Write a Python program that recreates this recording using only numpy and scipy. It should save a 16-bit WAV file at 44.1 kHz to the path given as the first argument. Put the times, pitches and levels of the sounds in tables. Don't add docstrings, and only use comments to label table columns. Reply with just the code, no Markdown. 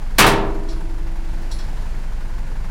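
import sys
import numpy as np
from scipy import signal
from scipy.fft import rfft, irfft
from scipy.io import wavfile
from scipy.ndimage import uniform_filter1d

SR = 44100
rng = np.random.default_rng(int(sys.argv[2]) if len(sys.argv) > 2 else 0)


def generate_wav(signal):
    frames = np.transpose(np.atleast_2d(signal))
    scaled = np.clip(frames, -1, 1) * 32767
    pcm = np.round(scaled).astype(np.int16)
    wavfile.write(sys.argv[1], SR, pcm)


def amplitude_ratio(level_db):
    exponent = np.asarray(level_db, float) / 20
    return 10 ** exponent


N = 119070

# multiple of the crank rate, level in dB.
CRANK_ORDERS = [(.5, -53), (1, -45), (2, -21), (3, -37), (4, -36), (5, -43), (6, -53), (7, -54), (10, -51),
                (12, -52), (14, -50)]
# frequency in Hz, level in dB.
DRONES = [(40.9, -34), (49.4, -37), (100.4, -46), (163.6, -50), (200.7, -54)]
CYLINDERS = [0, -3, -.6, -4.5]
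# frequency in Hz, relative level in dB per Hz.
NOISE_COLOUR = [(36, -28), (62, -9), (96, -14.5), (157, -16), (427, -26), (877, -28.5), (1270, -34.5),
                (1500, -30.5), (3620, -42), (4360, -41), (10300, -51), (12700, -56.5), (14900, -54),
                (16000, -64)]
# frequency in Hz, gain in dB.
KNOCK_COLOUR = [(150, -30), (500, -10), (900, 4.5), (2500, -1.5), (6000, -4), (12000, -1)]
# frequency in Hz, width in Hz, gain in dB.
WHISTLES = [(7150, 250, 3.5), (10550, 300, 3.)]
# start in seconds, strength in dB, brightness in dB per octave, rise in seconds.
CLINKS = [(0.166, -54, 0, 0.0018), (.686, -39.5, -4, .002), (.699, -42, -6, .002), (.724, -47, -7, .003),
          (1.513, -35, 1.5, .0015), (1.586, -41, -1.5, .0015), (1.600, -44, -6, 0.0034),
          (1.765, -55, -2.5, .003)]
# frequency in Hz, relative level in dB, T60 in seconds.
LATCH_MODES = [(3350, -8, .12), (3900, -4, .06), (4040, -12, .25), (4340, -6, .16), (5140, -14, .25),
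               (5300, -9, .15), (5650, 0, .06), (7250, -18, .3), (7780, -11, .1), (10060, -17, .85),
               (13560, -27, .2)]
# frequency in Hz, relative level in dB per Hz.
RATTLE_COLOUR = [(250, -60), (600, -16), (1500, -9), (2600, -11), (4300, 2), (5500, -1.5), (8000, -9),
                 (14000, -24)]
# start in seconds, strength in dB, brightness in dB per octave, rise in seconds.
BLOWS = [(.179, -22, 1, .001), (.1835, 0, 1, .0015), (.263, -13, 3.5, .003), (.197, -5, 0, .003),
         (.226, -9, -3, .008)]
# frequency in Hz, relative level in dB, T60 in seconds.
GATE_MODES = [(100.6, -23, .8), (117.3, -26, .6), (129.8, -26, 1.1), (151, -28, .6), (164, -29, .8),
              (196.8, -19, .5), (211.7, -22, .95), (255.3, -33, 1.1), (277.2, -33, 1.6), (300.8, -36, 2.6),
              (318.6, -32, 2.1), (332.8, -41.5, 9.), (338.5, -38, 2.2), (397.5, -24, 1.4), (426.6, -31, 1.),
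              (463.2, -28, .8), (473.6, -26, .7), (586.5, -29, .8), (643.3, -42, 2.), (656.1, -33, 1.4),
              (767.9, -26, .7), (836.8, -29, .6), (910.5, -24, .7), (971.4, -28, 1.05), (1022.8, -25, .65),
              (1137, -30, .55), (1210, -24, .35), (1398, -29, .6), (1626, -29, .6), (1700, -26, .5),
              (2343, -28, .3), (2620, -27, .3), (3355, -30, .3)]
# frequency in Hz, relative level in dB per Hz.
CLANG_COLOUR = [(40, -32), (70, -15), (150, -4), (500, -7), (1000, -2), (1900, -2.5), (2600, -5),
                (3700, -7), (6500, -15.5), (8500, -15), (13500, -18), (16000, -24)]
# frequency in Hz, T60 in seconds.
CLANG_DECAY = [(80, 0.78), (250, .8), (700, 0.85), (1500, .5), (4000, .34), (8000, .22), (14000, .15)]
# frequency in Hz, T60 in seconds.
LANE_DECAY = [(100, 0.67), (1000, 0.64), (4000, 0.44), (12000, 0.19)]

BUILD_CYCLES = 3.5


def evened(x):
    return x / np.sqrt(np.mean(x ** 2) + 1e-20)


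def read(points, hz):
    f, value = np.transpose(points)
    return np.interp(np.log(hz + 1), np.log(f + 1), value)


def coloured(x, db_of_hz):
    hz = np.fft.rfftfreq(len(x), 1 / SR)
    return irfft(rfft(x) * amplitude_ratio(db_of_hz(hz)), len(x))


def wander(rate_hz, count=24):
    rates = np.geomspace(rate_hz / 20, rate_hz, count)
    t = np.arange(0, N + 256, 256) / SR
    slow = sum(np.sin(2 * np.pi * (f * t + rng.random())) / np.sqrt(f) for f in rates)
    return np.interp(np.arange(N) / SR, t, evened(slow))


def add(mix, start_s, sound):
    part = mix[round(start_s * SR):][:len(sound)]
    part += sound[:len(part)]


def engine():
    crank_hz, first_firing_s = 11.432, .0162
    t = np.arange(N) / SR - first_firing_s
    tones = np.zeros(N)
    for order, db in CRANK_ORDERS:
        phase = rng.random() * (order != 2)
        level = np.sqrt(2) * amplitude_ratio(db + .5 * wander(3.7))
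        tones += level * np.cos(2 * np.pi * (order * crank_hz * t + phase))
    for hz, db in DRONES:
        level = np.sqrt(2) * amplitude_ratio(db + .55 * wander(2.97))
        turns = hz * t + rng.random() + .049 * wander(2.74)
        tones += level * np.cos(2 * np.pi * turns)
    noise_db, knock_share = -38, .76
    return tones + amplitude_ratio(noise_db) * evened(knock_share * knocking(crank_hz, t) + hiss())


def knocking(crank_hz, t):
    t60_s, rise_s, spread_db = .15, .0042, 1.14
    firings = 2 * crank_hz * t
    number = np.floor(firings).astype(int) + 4
    chance_db = spread_db * rng.standard_normal(number.max() + 1)
    strength = amplitude_ratio(np.array(CYLINDERS)[number % 4] + chance_db[number])
    since = (firings % 1) / (2 * crank_hz)
    pulses = evened(strength * amplitude_ratio(-60 * since / t60_s) * (1 - np.exp(-since / rise_s)))
    return coloured(pulses * rng.standard_normal(N),
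                    lambda hz: read(NOISE_COLOUR, hz) + read(KNOCK_COLOUR, hz))


def hiss():
    def colour_db(hz):
        peaks = sum(db * np.exp(-((hz - f) / width) ** 2) for f, width, db in WHISTLES)
        return read(NOISE_COLOUR, hz) + peaks
    return coloured(amplitude_ratio(.92 * wander(6.1)) * rng.standard_normal(N), colour_db)


def ring(modes, tilt_db, pivot_hz, rise_s, length_s):
    t = np.arange(0, length_s, 1 / SR)
    out = np.zeros(len(t))
    for hz, db, t60 in modes:
        fall = amplitude_ratio(db + tilt_db * np.log2(hz / pivot_hz) - 60 * t / t60)
        swell = 1 - np.exp(-t / (rise_s + BUILD_CYCLES / hz))
        out += np.sqrt(2) * fall * swell * np.sin(2 * np.pi * hz * t)
    return out


def crowd(colour, t60_of_hz, tilt_db, pivot_hz, rise_s, length_s):
    lumps_db, clatter_db = 2, 2
    noise = rng.standard_normal(round(length_s * SR))
    hz, t, z = signal.stft(noise, SR, nperseg=512, noverlap=384)
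    base = evened(amplitude_ratio(read(colour, hz)))
    lumps = amplitude_ratio(lumps_db * rng.standard_normal(len(hz)) + tilt_db * np.log2((hz + 60) / pivot_hz))
    clatter = amplitude_ratio(clatter_db * evened(uniform_filter1d(rng.standard_normal(z.shape), size=60, axis=0)))
    fall = amplitude_ratio(-60 * t / t60_of_hz(hz)[:, None])
    out = signal.istft(z * clatter * (base * lumps)[:, None] * fall, SR, noverlap=384)[1]
    return out * (1 - np.exp(-np.arange(len(out)) / SR / rise_s))


def latch():
    rattle_db, rattle_t60_s = -4, .24
    out = np.zeros(N)
    for start_s, db, tilt_db, rise_s in CLINKS:
        modes = ring(LATCH_MODES, tilt_db, 4740, rise_s, .8)
        rattle = crowd(RATTLE_COLOUR, lambda hz: np.full(len(hz), rattle_t60_s), tilt_db, 4400, rise_s, .4)
        add(out, start_s, amplitude_ratio(db) * modes)
        add(out, start_s, amplitude_ratio(db + rattle_db) * rattle)
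    return out


def tailgate():
    clang_db, waver_db = -7, 1
    held_s, held_t60_s = 1.56, .47
    t, out = np.arange(N) / SR, np.zeros(N)
    for hz, mode_db, t60 in GATE_MODES:
        energy = np.zeros(N)
        for start_s, db, tilt_db, rise_s in BLOWS:
            since = np.maximum(t - start_s, 0)
            swell = 1 - np.exp(-since / (rise_s + BUILD_CYCLES / hz))
            fall = amplitude_ratio(db + tilt_db * np.log2(hz / 700) - 60 * since / t60)
            energy += (fall * swell) ** 2
        level = np.sqrt(2 * energy) * amplitude_ratio(mode_db + waver_db * wander(5.03))
        out += level * np.sin(2 * np.pi * (hz * t + rng.random()))
    out *= amplitude_ratio(-60 * np.maximum(t - held_s, 0) / held_t60_s)
    for start_s, db, tilt_db, rise_s in BLOWS:
        clang = crowd(CLANG_COLOUR, lambda hz: read(CLANG_DECAY, hz), tilt_db, 1860, rise_s, 1.2)
        add(out, start_s, amplitude_ratio(db + clang_db) * clang)
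    return out


def lane(x):
    taps = np.zeros(SR)
    at = np.arange(500, SR - 20, 20)
    taps[at + rng.integers(0, 20, len(at))] = rng.choice([-1., 1.], len(at))
    hz, t, z = signal.stft(taps, SR, nperseg=256)
    fall = amplitude_ratio(-60 * t / read(LANE_DECAY, hz)[:, None])
    tail = signal.istft(z * fall, SR, nperseg=256)[1]
    return signal.fftconvolve(x, tail / np.linalg.norm(tail))[:N]


def scene():
    lane_db = -15.5
    steel = tailgate() + latch()
    return (steel + amplitude_ratio(lane_db) * lane(steel) + engine())[None]


def roll_off(x):
    return signal.sosfilt(signal.butter(12, 16320, fs=SR, output="sos"), x)


def record(dry):
    overload = 1
    return roll_off(np.clip(dry, -overload, overload))


dry = scene()
out = record(dry)
generate_wav(out)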